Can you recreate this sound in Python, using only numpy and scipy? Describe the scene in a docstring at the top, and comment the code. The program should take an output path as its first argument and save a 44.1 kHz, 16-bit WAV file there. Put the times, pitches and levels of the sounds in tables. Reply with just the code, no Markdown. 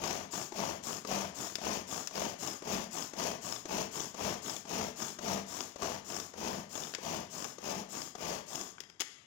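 """Sixteen rattling yanks of a pull-cord food chopper, each followed by a hissing, clicking rewind.
It stands on a kitchen counter close to a phone, the left microphone facing it, the right one turned away.
Each pull catches the blades with a knock and flings vegetable pieces round a plastic bowl; then a spring
winds the cord back over a ratchet. The arm slowly tires. At the end the handle is let go and snaps
against the lid."""
import sys
import numpy as np
from scipy import signal
from scipy.fft import rfft, irfft, next_fast_len
from scipy.io import wavfile

SR = 44100
rng = np.random.default_rng(int(sys.argv[2]) if len(sys.argv) > 2 else 0)


def master(y):
    """Save y as 16-bit WAV."""
    cut = np.clip(np.atleast_2d(y).T, -1, 1)
    pcm = np.round(cut * 32767)  # scale
    wavfile.write(sys.argv[1], SR, pcm.astype(np.int16))


N = 408361
T = np.arange(N) / SR
FFT_SIZE = next_fast_len(N + SR)
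HZ = np.maximum(np.arange(FFT_SIZE // 2 + 1) * SR / FFT_SIZE, 1)
TOP_HZ = 15900  # upper edge of the phone's range
TEETH_HZ = 47.84  # ratchet teeth passing the pawl each second

# pulls of the cord: t/s of the catch, length/s, strength/dB, knock level/dB
PULLS = [(-.028, .33, -34, -34), (.521, .3, -33, -32), (1.048, 0.29, -32, -30), (1.583, 0.28, -33, -33.5),
         (2.108, 0.27, -33, -35.5), (2.621, 0.28, -32.5, -33.5), (3.134, 0.27, -32, -32.5),
         (3.654, 0.25, -32, -29.5), (4.143, 0.27, -32, -33), (4.652, 0.3, -32.5, -38.5),
         (5.187, 0.27, -32, -31), (5.758, 0.28, -36, -33.5), (6.336, 0.35, -35, -38),
         (6.983, .308, -35, -35.5), (7.582, 0.3, -35, -35.5), (8.151, .305, -34.5, -32.5)]
# resonances of the plastic lid: f/Hz, level/dB
LID_SPECTRUM = [(40, -22), (150, -15), (450, -4), (800, -6.5), (1150, -2.5), (1700, -1), (2600, -2),
                (3300, 0.5), (4100, -6), (5150, 5), (6000, 0), (7050, 2), (8200, -14.5), (16000, -17)]
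# resonances of the ratchet's pawl: f/Hz, level/dB
PAWL_SPECTRUM = [(200, -16), (900, -4), (2000, -12.5), (3400, -4.5), (4400, -21), (5200, 1.5), (6700, -3.5),
                 (8000, -20), (10000, -21.5), (16000, -22)]


def undb(db):
    """Decibels to gain."""
    return 10 ** (np.asarray(db) / 20)


def across(points, hz=HZ, column=1):
    """One column of a table over frequency, joined on a log axis."""
    table = np.array(points, float)
    return np.interp(np.log(hz), np.log(table[:, 0]), table[:, column])


def unit(x):
    """Scale to rms 1."""
    return x / np.sqrt(np.mean(x ** 2))


def add(out, s, x):
    """Mix x into out at time s."""
    i = int(s * SR)
    x, i = x[max(-i, 0):], max(i, 0)
    out[i:i + len(x)] += x[:N - i]


def walk(rate):
    """Random levels, so many a second, joined by lines; spread near 1."""
    count = int(N / SR * rate) + 2
    return np.interp(T * rate, np.arange(count), rng.standard_normal(count))


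def impacts(rate, spread_db):
    """Random tiny impacts, so many a second, of uneven size; rms 1."""
    out, chance, size = np.zeros(N), rng.uniform(-1, 1, N), rng.standard_normal(N)
    happens = np.abs(chance) < rate / SR
    out[happens] = np.sign(chance[happens]) * undb(spread_db * np.clip(size[happens], -2, 2))
    return unit(out)


def body(x, spectrum, tilt_db=0, size=2048):
    """Ring x through a causal response of unit energy with this spectrum, its treble tilted per octave."""
    hz = np.maximum(np.arange(size // 2 + 1) * SR / size, 1)
    gain = undb(across(spectrum, hz) + tilt_db * np.log2(np.maximum(hz, 1500)))
    cepstrum = irfft(np.log(gain))
    cepstrum[1:size // 2] *= 2  # fold to minimum phase
    cepstrum[size // 2 + 1:] = 0
    response = irfft(np.exp(rfft(cepstrum)))
    return signal.oaconvolve(x, response / np.linalg.norm(response))[:len(x)]


def ping(hz, decay_s, size=4096):
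    """One short-lived mode of a struck part."""
    return np.sin(2 * np.pi * hz * T[:size]) * np.exp(-T[:size] / decay_s)


def blow(spectrum, rise_s, decay_s, after_db, tilt_db=0, size=4096):
    """A brief rattling contact and the plastic's short after-ring; its energy is that of 3 ms at rms 1."""
    t = T[:size]
    after_ring = undb(after_db) * np.exp(-t / 0.0094)
    force = (1 - np.exp(-t / rise_s)) * (np.exp(-t / decay_s) + after_ring)
    x = body(rng.standard_normal(size) * force, spectrum, tilt_db)
    return x / np.linalg.norm(x) * np.sqrt(.003 * SR)


def strokes(rows, power, kick=0):
    """Gain as a power of speed, which swells (from a jolt, if kick > 0) and dies in each stroke."""
    out = np.zeros(N)
    for start, fastest, end, db in rows:
        span = slice(max(int(start * SR), 0), int(end * SR))
        speed = np.sin(np.pi * np.interp(T[span], [start, fastest, end], [kick, .5, 1]))
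        out[span] += undb(db) * np.abs(speed) ** power
    return out


def pulls(rise_s=0.094, tiring_s_per_s=0.0047):
    """Outward strokes peak later as the arm tires: start/s, fastest/s, end/s, level/dB."""
    return [(s, s + rise_s + tiring_s_per_s * s, s + length, db) for s, length, db, _ in PULLS]


def rewinds(turn_s=.007, slack_s=0.0068, last_end_s=8.75):
    """Return strokes fill the gaps between pulls: start/s, fastest/s, end/s, level/dB."""
    typical_s, rise_s = 0.24, .068
    easing_db_per_s = -0.19  # the returning hand grows gentler
    rows, ends = [], [row[0] - slack_s for row in PULLS[1:]] + [last_end_s]
    for (_, _, pull_end, _), end in zip(pulls(), ends):
        start = pull_end + turn_s
        slowness = (end - start) / typical_s  # a slow rewind is softer and gathers speed later
        db = -4.5 * np.log2(slowness) + easing_db_per_s * (start - last_end_s / 2)
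        rows.append((start, start + rise_s * slowness ** 1.5, end, db))
    return rows


def room_tail(x, wet_db, octaves=9):
    """Hard kitchen walls return a diffuse tail in octave bands, each dying at its own rate."""
    # colour of the room and the things on the counter: f/Hz, level/dB
    colour = [(100, 1.5), (500, -1), (1000, -1), (1500, 2), (2050, 4), (2550, -1), (3250, 1), (4100, -1),
              (5150, -1.5), (6100, -2), (7100, 1), (16000, -0.5)]
    # reverberation time: f/Hz, t60/s
    decay = [(150, 0.91), (1000, 0.81), (3000, .85), (6000, 0.85), (10000, 0.46), (16000, 0.26)]
    t, octave = T[:SR], np.log2(np.maximum(np.arange(SR // 2 + 1), 1) / TOP_HZ)
    noise, tail = rfft(rng.standard_normal(SR)), 0
    for k in range(octaves):
        band = irfft(noise * np.maximum(1 - np.abs(octave + k), 0), SR)
        tail = tail + band * undb(-60 * t / across(decay, TOP_HZ / 2 ** k))
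    tail = body(tail * (1 - np.exp(-t / 0.01)), colour)
    return undb(wet_db) * signal.oaconvolve(x, tail / np.linalg.norm(tail))[:N]


def kitchen(chopper):
    """The chopper at close range, with the walls' tail behind it and faint room tone."""
    # room tone: f/Hz, level/dB
    room_tone = [(25, -14), (100, 10), (400, 2), (1000, -0.5), (3000, -28), (8000, -27), (16000, -40)]
    tail = room_tail(chopper, wet_db=-12)
    return chopper + tail + undb(-68.5) * body(rng.standard_normal(N), room_tone)


def shaded_microphone(near, behind):
    """Turned away, the right microphone hears a dull, late copy mixed with the far side of the bowl."""
    # right against left: f/Hz, level/dB, share of direct sound/0-1, phase lag/rad
    shading = [(40, 0, 0.35, 1), (223, -2.8, 0.68, 0.44), (431, 0, 0.38, 0.83), (499, -7.5, 0.45, 2.5),
               (670, -10.5, 0.3, 1.3), (946, -6, 0, 1.1), (1187, -18.5, 1, 5.5), (1480, -14.5, 1, 1.5),
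               (2290, -23.5, 1, 3.5), (3040, -31, 0.4, -2), (4500, -40, 0.4, 8), (6750, -51, 0.3, 8),
               (16100, -29, 0.1, 4)]
    direct = np.clip(across(shading, column=2), 0, 1)
    late_copy = np.sqrt(direct) * np.exp(-1j * across(shading, column=3)) * rfft(near, FFT_SIZE)
    far_side = np.sqrt(1 - direct) * rfft(behind, FFT_SIZE)
    return irfft((late_copy + far_side) * undb(across(shading)), FFT_SIZE)[:N]


def cord_rub(effort, spectrum, rough_db):
    """The braided cord rubs through its eyelet in countless small slips."""
    slips = impacts(rate=5000, spread_db=1.5) + 0.7 * rng.standard_normal(N)
    # a faint, close echo off the counter shifts the colour of the rasp as the handle moves
    lag_s = 0.000603 * (1 + 0.24 * walk(14))
    echo = np.interp(T - lag_s, T, slips)
    rasp = unit((slips + 0.27 * echo) * undb(rough_db * walk(170)))
    return body(rasp * effort, spectrum)


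def cord(zip_rise_s=0.059):
    """The cord hisses out and back in, zipping early in each rewind while the spring is still tight."""
    # hiss of the cord running out: f/Hz, level/dB
    out_spectrum = [(900, -39), (2500, -3), (3400, -6), (3900, -8.5), (4500, -5), (5300, 0), (6800, 1),
                    (7500, -10), (9000, -16.5), (12000, -17), (13600, -17.5), (14700, -12), (16000, -17)]
    # hiss of the cord running in: f/Hz, level/dB
    in_spectrum = [(900, -36.5), (2600, -12), (3300, -11), (4000, -11), (4700, -8), (5200, -1.5),
                   (6000, -4.5), (6800, 2.5), (7600, -9), (9000, -18), (12000, -16), (13600, -29),
                   (14700, -9), (16000, -24)]
    # bright zip of the cord running in fast: f/Hz, level/dB
    zip_spectrum = [(3000, -28), (6300, -11), (7400, 3.5), (8100, -2.5), (9000, -14), (12000, -17),
                    (16000, -17)]
    recoils = [(start, start + zip_rise_s, end, db) for start, _, end, db in rewinds()]
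    outward = cord_rub(strokes(pulls(), power=1.42), out_spectrum, rough_db=2)
    inward = cord_rub(strokes(rewinds(), power=0.99, kick=0.088), in_spectrum, rough_db=1)
    zipping = cord_rub(strokes(recoils, power=2.2, kick=0.21), zip_spectrum, rough_db=5)
    return outward * undb(-4) + inward * undb(-40) + zipping * undb(-48.5)


def spool():
    """The spool rumbles backwards while the pawl skips over the ratchet teeth, some harder than others."""
    # resonances of the spool: f/Hz, level/dB
    spectrum = [(25, -37), (90, -6), (210, 1.5), (480, -1), (650, 3), (900, -2), (1150, 1.5), (1350, -4.5),
                (1600, -5.5), (2100, -11.5), (3400, -13), (6000, -32)]
    tooth_phase = np.cumsum(TEETH_HZ * (1 + .15 * walk(20))) / SR % 1
    skip = np.exp(-tooth_phase / 0.19) * undb(4.5 * np.clip(walk(46), -2, 2))
    rumble = unit(impacts(rate=2200, spread_db=1.5) * (1 + skip)) * strokes(rewinds(), power=1.73)
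    ticks = unit(rng.standard_normal(N) * skip) * strokes(rewinds(), power=2.7)
    return body(rumble, spectrum) * undb(-40.5) + body(ticks, PAWL_SPECTRUM) * undb(-45.5)


def pawl(count=3, snap_db=-38, spread_db=0.5):
    """In each rewind the pawl snaps hard on a few teeth around full speed, ringing at one of its pitches."""
    # the pawl's loudest snaps: t/s, level/dB, ring f/Hz
    loud_snaps = [(.837, -41, 6300), (2.475, -29, 5200), (2.984, -29, 6300), (3.024, -30, 5080),
                  (3.524, -28, 5260), (4.004, -30, 6150), (4.496, -30, 5250), (4.565, -33.5, 3490),
                  (5.027, -31, 6330), (5.606, -28, 4980), (6.2, -27.5, 5050), (6.836, -33, 3560),
                  (7.444, -29, 5180), (8.018, -32, 5050), (8.555, -28.5, 6560), (8.612, -31.5, 6480)]
    # modes of the pawl: f/Hz
    pitches = [3460, 5150, 6350]
    out, snaps = np.zeros(N), list(loud_snaps)
    for _, fastest, _, db in rewinds():
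        for tooth in rng.permutation(2 * count)[:count] - 1:
            strength_db = db + snap_db + spread_db * rng.standard_normal()
            snaps.append((fastest + tooth / TEETH_HZ, strength_db, rng.choice(pitches)))
    for s, db, hz in snaps:
        snap = blow(PAWL_SPECTRUM, rise_s=0.00015, decay_s=0.0018, after_db=-30)
        add(out, s, undb(db) * (undb(-2) * snap + ping(hz, decay_s=0.0035)))
    return out


def handle():
    """The handle clacks on the lid, and each clack sets the spring ringing."""
    # hard plastic clacks: t/s, level/dB, treble tilt/dB per octave
    clacks = [(.038, -32, -2), (.077, -31, -2), (.109, -37, -3), (1.073, -36.5, 5), (1.5551, -24.5, 0.5),
              (2.073, -27.5, 1), (2.155, -32.5, 0), (6.938, -32, -4), (6.949, -26.5, -2.5),
              (8.782, -40.5, -13), (8.804, -32.5, 0.5), (8.837, -44, -3), (8.899, -44.5, -2.5),
              (8.996, -41, 0), (9.002, -29.5, -0.5), (9.006, -21.5, 1.5), (9.011, -32, 1),
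              (9.017, -26.5, -1)]
    # modes of the wound steel spring: f/Hz, level/dB, t60/s
    spring_modes = [(2060, -9, 0.98), (3200, -8, 0.41), (3570, -7, .7), (4603, -10, 0.39), (4770, -2, .7),
                    (5480, -14, 0.34), (7101, -10, .8)]
    out, t = np.zeros(N), T[:SR]
    ring = sum(undb(db - 60 * t / t60) * np.sin(2 * np.pi * hz * t) for hz, db, t60 in spring_modes)
    for s, db, tilt_db in clacks:
        clack = blow(LID_SPECTRUM, rise_s=0.00025, decay_s=0.0013, after_db=-11, tilt_db=tilt_db)
        add(out, s, undb(db) * (clack + undb(-11) * ping(hz=5210, decay_s=0.004)))
        add(out, s, undb(db - 44) * ring)
    return out


def knocks(catch_hz=636, spread_octaves=0.41):
    """Dull knocks: the drive catches the blades as each pull starts, and a blade meets a hard piece."""
    # hard pieces met by a blade: t/s, level/dB, ring f/Hz
    hard_pieces = [(.037, -24, 1120), (0.106, -26, 677), (0.335, -30, 980), (1.112, -25, 740),
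                   (3.197, -28.5, 670), (5.82, -27, 1130), (5.829, -26.5, 1176), (5.842, -26, 726),
                   (5.855, -28, 620)]
    # colour of a knock: f/Hz, level/dB
    spectrum = [(40, -14), (120, -14), (200, -6.5), (400, -3), (600, -2), (850, -8), (1150, -4),
                (1500, -10), (2500, -14), (4000, -14.5), (6500, -5.5), (9000, -25), (16000, -30)]
    out = np.zeros(N)
    ring_hz = catch_hz * 2 ** (spread_octaves * (2 * rng.random(len(PULLS)) - 1))
    catches = [(s, db, hz) for (s, _, _, db), hz in zip(PULLS, ring_hz)]
    for s, db, hz in catches + hard_pieces:
        thud = blow(spectrum, rise_s=0.0017, decay_s=0.0054, after_db=-19, tilt_db=-1.5)
        swell = 1 - np.exp(-T[:len(thud)] / 0.0022)
        add(out, s, undb(db) * (undb(-2) * thud + undb(1) * swell * ping(hz, decay_s=0.0052)))
    return out


def chopping(finer_db_per_s=-0.36):
    """Pieces hit the hollow bowl in dense showers, stronger each time a blade sweeps through the heap."""
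    # resonances of the plastic bowl: f/Hz, level/dB
    bowl_spectrum = [(25, -32), (60, -10.5), (130, -8.5), (210, 2), (300, -7.5), (450, -3), (660, 2.5),
                     (780, -4), (900, -1.5), (1150, -6), (1350, -11.5), (3200, -16), (5000, -28.5),
                     (12000, -38)]
    # hollow modes of the bowl on the counter: f/Hz, level/dB, decay/s
    hollow_modes = [(105.8, -48, 0.034), (360, -54.5, 0.013)]
    blade_speed = strokes([(start, fastest, end, 0) for start, fastest, end, _ in pulls()], power=0.99)
    blade_hz = (25 + 45 * blade_speed) * (1 + .15 * walk(30))
    sweep = undb(2.1 * np.sin(2 * np.pi * np.cumsum(blade_hz) / SR))
    pieces = impacts(rate=1400, spread_db=2.5) + 0.32 * rng.standard_normal(N)
    effort = strokes(pulls(), power=1.45)
    force = unit(pieces * sweep) * effort
    # as the pieces get finer they thump the bowl less
    thump = sum(undb(db) * ping(hz, decay_s, size=8192) for hz, db, decay_s in hollow_modes)
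    hollow = signal.oaconvolve(force * undb(finer_db_per_s * T), thump)[:N]
    # now and then a crisp piece ticks against the lid
    ticks = body(impacts(rate=90, spread_db=2.5) * effort, LID_SPECTRUM) * undb(-15)
    return body(force, bowl_spectrum) * undb(-1.34) + hollow + ticks


def scene():
    """The chopper on the counter, close up: facing microphone left, shaded microphone right."""
    hiss = cord()
    struck = knocks() + pawl() + handle()
    near = kitchen(chopping() + spool() + struck + hiss)
    # the food on the far side of the bowl rattles on its own
    behind = kitchen(chopping() + spool() + .5 * struck)
    return np.array([near, shaded_microphone(near, behind)])


def record(dry):
    """The phone cuts the highest treble steeply."""
    return signal.sosfilt(signal.ellip(10, .2, 70, TOP_HZ, fs=SR, output="sos"), dry)


dry = scene()
out = record(dry)
master(out)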